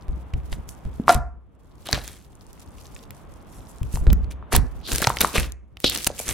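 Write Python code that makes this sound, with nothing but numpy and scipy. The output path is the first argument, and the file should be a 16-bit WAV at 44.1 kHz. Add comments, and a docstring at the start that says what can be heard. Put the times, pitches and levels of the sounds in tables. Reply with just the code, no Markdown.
"""A hand squishes, stretches and folds sticky slime on a wooden table, close to two microphones.
First come soft thuds over the quiet tone of a small room. After a second the slime pops and squelches;
the room tone sinks, as it does twice more. Near two seconds comes another squeeze, then a faint sizzle of
tiny bubbles. Around four seconds the table thuds and rumbles. From five on, sticky skins snap off the
fingers, holes pop and air squirts in a busy run. The slime's sounds echo briefly in the room."""
import sys
import numpy as np
from scipy import signal
from scipy.fft import rfft, irfft
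from scipy.io import wavfile

SR = 44100
rng = np.random.default_rng(int(sys.argv[2]) if len(sys.argv) > 2 else 0)


def inscribe(sig):
    """Save sig as 16-bit PCM at rate SR to the path in sys.argv[1].

    A 1-D sig is mono; a 2-D sig holds one channel per row.
    Samples are clipped to [-1, 1] before scaling.
    """
    pcm = np.round(np.clip(np.atleast_2d(sig).T, -1, 1) * 32767)
    wavfile.write(sys.argv[1], SR, pcm.astype(np.int16))


N = 279153
TIME = np.arange(N) / SR
SIDES = np.array([[1], [-1]])  # left, right

# Slime and palms landing on the table. Each row: start in seconds, peak in dB, push length in seconds.
TABLE_BLOWS = [(0.083, -14, 0.013), (0.336, -13, 0.0057), (0.52, -15.5, 0.0089), (0.852, -18, 0.0092),
               (1.149, -10, 0.0067), (1.932, -17.5, 0.0027), (3.812, -14, 0.0068), (3.94, -12.5, 0.0013),
               (4.011, -10.5, 0.0054), (4.071, -1.5, 0.0098), (4.116, -18, 0.0048), (4.231, -20.5, 0.0096),
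               (4.537, -8, 0.0025), (4.574, -7.5, 0.0046), (4.927, -18.5, 0.0048), (5.0707, -23.5, 0.001),
               (5.211, -25, 0.0017), (5.379, -11.5, 0.0036), (5.84, -23.5, 0.0073), (6.067, -31, 0.0032),
               (6.281, -23.5, 0.0074)]


def undb(db):
    """Turn decibels (dB) into a factor to multiply by."""
    return 10 ** (np.asarray(db) / 20)


def band(x, lo_hz, hi_hz, order=2):
    """Keep mainly what lies between two frequencies."""
    return signal.sosfilt(signal.butter(order, [lo_hz, min(hi_hz, .45 * SR)], "band", fs=SR, output="sos"), x)


def unit(x):
    """Scale a signal to an average power of 1."""
    return x / np.sqrt(np.mean(x ** 2))


def add(out, sound, start, pan_db=0.):
    """Mix a short sound in at start seconds, pan_db louder on the left than on the right."""
    i = int(start * SR)
    n = min(sound.shape[-1], N - i)
    out[:, i:i + n] += (sound * undb(SIDES * pan_db / 2))[:, :n]


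def stereo_noise(count, alike):
    """Noise at the two microphones: unrelated when alike is 0, the same when it is 1."""
    mid, side = rng.standard_normal((2, count))
    return np.sqrt(1 + alike) * mid + np.sqrt(1 - alike) * side * SIDES


def bubbles(count, per_s, spread_db, alike):
    """Bubbles burst at random moments, most faintly and a few strongly."""
    bursts = rng.random(count) < per_s / SR
    strength = undb(spread_db * np.minimum(rng.exponential(size=count), 4))
    puffs = signal.lfilter([1], [1, -.95], bursts * strength)  # each lets out air for half a millisecond
    return puffs * stereo_noise(count, alike)


def swell(t, fade_s, rise_share):
    """A rise to full strength at t = 0, taking a share of the fade time, then a rounded fade."""
    return np.where(t < 0, np.exp(-(t / (rise_share * fade_s)) ** 2), np.exp(-abs(t / fade_s) ** 1.44))


def dips(sink_s=0.14, return_s=0.31):
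    """The background level sinks fast at three moments and creeps back."""
    # Each row: start in seconds, strength in dB (the dip reaches about 0.4 of it).
    level_dips = [(1.1, 33.5), (1.951, 12.5), (5.3, 36)]
    elapsed = [(np.maximum(TIME - start, 0), db) for start, db in level_dips]
    return undb(-sum(db * (1 - np.exp(-t / sink_s)) * np.exp(-t / return_s) for t, db in elapsed))


def room_tone(level_db=-49, split_hz=500, extra_dip=.8):
    """The room's own soft noise, duller towards the top; the part above split_hz dips deeper."""
    # The colour of the noise. Each row: frequency in Hz, relative level in dB.
    tone_colour = [(70, -44), (110, -7.5), (500, -16), (1100, -18), (1800, -29.5), (3500, -37), (6000, -73)]
    hz, db = np.transpose(tone_colour)
    freqs = np.arange(N // 2 + 1) * SR / N
    colour = undb(np.interp(np.log(freqs + 1), np.log(hz), db))
    noise = unit(irfft(rfft(stereo_noise(N, 0.44)) * colour, N))
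    low = signal.sosfiltfilt(signal.butter(2, split_hz, fs=SR, output="sos"), noise)
    return undb(level_db) * dips() * (low + dips() ** extra_dip * (noise - low))


def room_echo(x, level_db=-21, low_ring_s=0.4, high_ring_s=.3):
    """A fading cloud of echoes, a little different at each microphone; the treble dies first."""
    t = TIME[:SR // 2]
    noise = unit(stereo_noise(len(t), 0.83)) * (t > .004)
    low = band(noise, 100, 1900) * undb(-60 * t / low_ring_s)
    high = band(noise, 2500, 7200) * undb(-60 * t / high_ring_s)
    echo = low + .5 * high
    echo /= np.sqrt(np.sum(echo ** 2) / 2)
    return undb(level_db) * signal.fftconvolve(x.mean(axis=0)[None], echo, axes=1)[:, :N]


def table_rumble(shake_db=-16, fade_s=0.063, rest_db=-44.5):
    """The table top shakes in low, uneven lumps, most just after a blow."""
    lumps = undb(3 * unit(band(rng.standard_normal(N), 3, 15)))
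    noise = stereo_noise(N, .25) * lumps
    rumble = unit(band(noise, 37, 93) + 0.38 * band(noise, 20, 185))
    shake = sum(undb(db + shake_db) * (TIME > start) * np.exp(-abs(TIME - start) / fade_s)
                for start, db, _ in TABLE_BLOWS)
    return (shake + undb(rest_db) * dips()) * rumble


def table_thuds(spread_db=2, phase_rad=.55):
    """A soft blow sets the table top swinging; the two microphones pick it up out of step."""
    # The ways the top swings. Each row: pitch in Hz, relative level in dB, seconds to fade by 60 dB.
    table_modes = [(37.4, 0, 0.12), (45.7, -1.5, 0.48), (63.06, 0, 0.68), (83, -4, 0.24), (130, 0, 0.2),
                   (191, -13, 0.049)]
    out, t = np.zeros((2, N)), TIME[:SR // 2]
    chance = rng.standard_normal((len(TABLE_BLOWS), 2, len(table_modes)))
    for (start, db, push_s), (sizes, leads) in zip(TABLE_BLOWS, chance):
        swing = 0
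        for (hz, mode_db, ring_s), size, lead in zip(table_modes, sizes, leads):
            fade = undb(mode_db + spread_db * size - 60 * t / ring_s)
            swing += fade * np.sin(2 * np.pi * hz * t + phase_rad * np.sign(lead) * SIDES)
        push = np.hanning(int(push_s * SR) + 3)  # a longer push favours the low swings
        thud = signal.lfilter(push, [1], swing)
        add(out, -undb(db) * thud / abs(thud).max(), start)
    return out


def sizzle(ticks_db=-4.0):
    """Resting and stretching slime ticks over a thin hiss, small bubbles higher than large ones."""
    # How loud the surface hisses. Each row: time in seconds, level in dB.
    hiss_levels = [(0, -68.5), (1.05, -61.5), (1.25, -103), (1.55, -83.5), (1.85, -56.5), (2.3, -64.5),
                   (2.95, -56.5), (3.3, -66), (3.95, -58), (4.4, -85), (4.8, -61.5), (5.05, -42),
                   (5.42, -38.5), (5.58, -100), (5.75, -82.5), (5.87, -31.5), (6.15, -48), (6.33, -40)]
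    ticks = sum(band(bubbles(N, 30, 4.5, .4), hz, 1.8 * hz) for hz in (2000, 3200, 5500))
    flicker = undb(4.7 * unit(band(rng.standard_normal(N), 2, 15, order=1)))
    hiss = flicker * band(stereo_noise(N, 0.067), 1800, 13000)
    level = undb(np.interp(TIME, *np.transpose(hiss_levels)))
    return level * (unit(hiss) + undb(ticks_db) * unit(ticks))


def bubble_ticks(fade_s=0.00025):
    """Single tiny bubbles burst at the surface, each with a thin, bright click."""
    # Each row: start in seconds, peak in dB.
    tiny_bursts = [(0.6905, -19.5), (1.1458, -8.5), (1.869, -18.5), (2.531, -27.5), (4.9195, -7),
                   (4.933, -10), (4.95, -8), (4.9597, -4), (4.983, -5.5), (5.019, -4), (5.0952, -10.5),
                   (5.5215, -17.5), (5.898, -0.5), (5.947, -10.5), (5.9503, -5.5), (5.9752, -6.5),
                   (6.001, -26), (6.031, -19.5), (6.0455, -3)]
    out, t = np.zeros((2, N)), TIME[:SR // 100]
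    for start, db in tiny_bursts:
        click = band(stereo_noise(len(t), 0.42) * np.exp(-t / fade_s), 3500, 12000, order=1)
        add(out, undb(db) * click / abs(click).max(), start)
    return out


def air_squirts():
    """Air squirts through a narrow wet gap, which whistles roughly around one pitch."""
    # Each row: time of full strength in seconds, fade in seconds, level in dB, pitch in Hz.
    squirts = [(4.878, 0.15, -38, 3830), (5.852, 0.039, -17.5, 3790), (5.95, 0.15, -49, 4000)]
    out, t = np.zeros((2, N)), TIME[:SR // 2] - .2
    for peak_s, fade_s, db, hz in squirts:
        jet = band(bubbles(len(t), 3500, 1.3, 0.57), hz / 1.2, hz * 1.22)
        add(out, undb(db) * swell(t, fade_s, rise_share=.225) * unit(jet), peak_s + t[0])
    return out


def pocket_pops(glide=0.024, rise_s=0.00045, ring_cycles=7):
    """An opening air pocket rings like a bottle; its pitch climbs as the mouth widens."""
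    # Each row: start in seconds, peak in dB, starting pitch in Hz.
    pockets = [(0.998, -12.5, 222), (1.0806, 2, 1100), (1.891, -19.5, 710), (1.977, -20.5, 648),
               (3.972, -24, 920), (4.067, -21, 470), (4.128, -14, 184), (4.426, -31, 1070),
               (4.523, -14.5, 1240), (4.5496, -10.5, 880), (5.004, -22, 600), (5.0245, -10, 1570),
               (5.028, -14.5, 1310), (5.0728, -4.5, 860), (5.0725, -12, 122.4), (5.102, -7, 995),
               (5.2469, -2.5, 1110), (5.381, -6.5, 2250), (6.102, -19.5, 555), (6.2, -22, 620)]
    out, t = np.zeros((2, N)), TIME[:SR // 8]
    for start, db, hz in pockets:
        ring_s = ring_cycles / hz
        fade = (1 - np.exp(-t / rise_s)) * undb(-60 * t / ring_s)
        phase = 2 * np.pi * hz * t * (1 + glide * t / (t + ring_s))
        add(out, undb(db) * fade / fade.max() * np.sin(phase), start)
    return out


def thumb_flutter(rise_s=0.0033, fall_s=0.0056):
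    """The wet rim of a hole flaps unevenly as the thumb pulls out."""
    # One row: start in seconds, length in seconds, level in dB, pitch in Hz, relative overtone in dB.
    thumb_hole = (1.0905, .02, -6, 705, -6)
    start, length_s, db, hz, overtone_db = thumb_hole
    out, t = np.zeros((2, N)), TIME[:SR // 8]
    pitch_wobble, level_wobble = unit(band(rng.standard_normal((2, len(t))), 60, 300))
    phase = 2 * np.pi * hz * np.cumsum(1 + 0.023 * pitch_wobble) / SR
    fade = np.clip(np.minimum(t / rise_s, (length_s - t) / fall_s), 0, 1)
    ring = np.sin(phase) + undb(overtone_db) * np.cos(1.95 * phase)
    add(out, undb(db + 2.6 * level_wobble) * fade * ring, start)
    return out


def skin_snaps(body_fade_s=0.0018, edge_fade_s=0.00025):
    """Sticky skin tears loose from a finger: a short, broad burst with a finer, brighter edge."""
    # Each row: start in seconds, peak of the body in dB, colour in Hz, edge against body in dB.
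    tears = [(0.3382, -25, 3000, -33), (0.5281, -17.5, 2210, -23), (1.093, -2.5, 1390, -13.5),
             (1.888, -16.5, 3450, -16), (1.929, -0.5, 5180, -34), (2.0782, -20, 6180, -1),
             (2.9638, -30, 2480, -13.5), (3.107, -26.5, 2760, 4.5), (3.831, -32, 3050, 7),
             (3.9568, -18, 5600, -15.5), (4.0685, -19.5, 1640, -24), (4.1027, -16.5, 3370, -33),
             (4.1306, -20.5, 1890, 13.5), (4.244, -36.5, 2310, -22), (4.5636, -4.5, 4350, 10.5),
             (5.0425, -3.5, 4010, -20), (5.0469, -5.5, 2205, -20), (5.071, 2, 5500, -13.5),
             (5.1702, -11, 2390, -8), (5.2075, -10, 5000, 11.5), (5.2143, -1, 3490, 15),
             (5.7703, -25.5, 2770, -10), (5.8024, -32, 2710, 11), (5.8433, -1, 3750, -12),
             (6.0666, -14, 6900, 9), (6.29, -6, 7440, -18)]
    out, t = np.zeros((2, N)), TIME[:SR // 20]
    crack = 8 * (t == 0)  # each tear starts with one hard crack
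    for start, db, hz, edge_db in tears:
        burst = (stereo_noise(len(t), 0.81) + crack) * np.exp(-t / body_fade_s)
        body = band(burst, hz / 1.5, hz * 1.096) + 0.74 * band(burst, 300, 3800)
        edge = band(stereo_noise(len(t), .2) * np.exp(-t / edge_fade_s), 7000, 16000)
        snap = body / abs(body).max() + undb(edge_db) * edge / abs(edge).max()
        add(out, undb(db) * snap, start, pan_db=0.58 * rng.standard_normal())
    return out


def squelches(crackle_db=-9):
    """A wet squeeze bursts a swarm of bubbles: large ones ring, fine ones fizz, a few crack alone."""
    # Each row: time of full strength in seconds, fade in seconds, level of the body in dB,
    # colour in Hz (the ring lies near three quarters of it), fizz against body in dB.
    squeezes = [(0.526, 0.025, -45.5, 2710, -1.5), (0.697, 0.03, -68, 6640, 21.5),
                (1.099, 0.035, -22.5, 1193, -4.5), (1.869, 0.03, -38.5, 3960, -8.5),
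                (1.936, 0.073, -33, 5080, -11.5), (1.942, 0.02, -25, 540, -26),
                (2.061, 0.099, -46.5, 4260, -0.5), (3.542, 0.084, -59.5, 6900, 6),
                (3.698, 0.025, -73, 7860, 24.5), (3.943, 0.043, -49, 3500, 10),
                (4.313, 0.012, -42.5, 3090, -4), (4.535, 0.028, -21.5, 2540, -6),
                (4.553, 0.012, -20, 1200, -0.5), (4.935, 0.11, -31, 2150, -1),
                (5.024, 0.012, -21.5, 2820, -6.5), (5.101, 0.0181, -36, 1500, -16),
                (5.209, 0.0067, -18, 4740, -4.5), (5.228, 0.048, -27.5, 4910, -3.5),
                (5.359, 0.011, -18, 1600, -18), (5.362, 0.048, -23, 3350, -7),
                (5.445, 0.035, -40, 3600, -13.5), (5.845, 0.0049, -16, 3920, -12),
                (5.94, 0.061, -32.5, 3670, -7), (6.0705, 0.0038, -16, 3650, 7),
                (6.195, 0.027, -38.5, 3130, 8), (6.29, 0.06, -31.5, 2750, 2.5)]
    out, t = np.zeros((2, N)), TIME[:SR // 3] - .1
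    for peak_s, fade_s, db, hz, fizz_db in squeezes:
        large = bubbles(len(t), per_s=1500, spread_db=3.8, alike=0.98)
        ring = band(large, hz / 1.36, hz * 0.79, order=1)
        smack = band(large, 1000, 4200)
        bass = band(bubbles(len(t), 800, 3.5, .6), 73, 500)
        body = unit(ring + 0.8 * smack + 3.5 * bass)
        fizz = unit(band(bubbles(len(t), 1200, 0.69, 0.12), 6000, 12000))
        crackle = unit(band(bubbles(len(t), 130, 5.3, 0.46), hz / 3.2, hz * 3, order=1))
        swarm = body + undb(fizz_db) * fizz + undb(crackle_db) * crackle
        add(out, undb(db) * swell(t, fade_s, rise_share=.45) * swarm, peak_s + t[0])
    return out


def scene():
    """The slime with its echo, the table and the room tone."""
    slime = skin_snaps() + bubble_ticks() + pocket_pops() + thumb_flutter()
    slime += squelches() + air_squirts() + sizzle()
    return slime + room_echo(slime) + table_thuds() + table_rumble() + room_tone()


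def record(dry):
    """Clip the highest peaks at full scale, then cut the treble above 16300 Hz."""
    return signal.sosfilt(signal.ellip(10, .2, 90, 16300, fs=SR, output="sos"), np.clip(dry, -1, 1))


dry = scene()
out = record(dry)
inscribe(out)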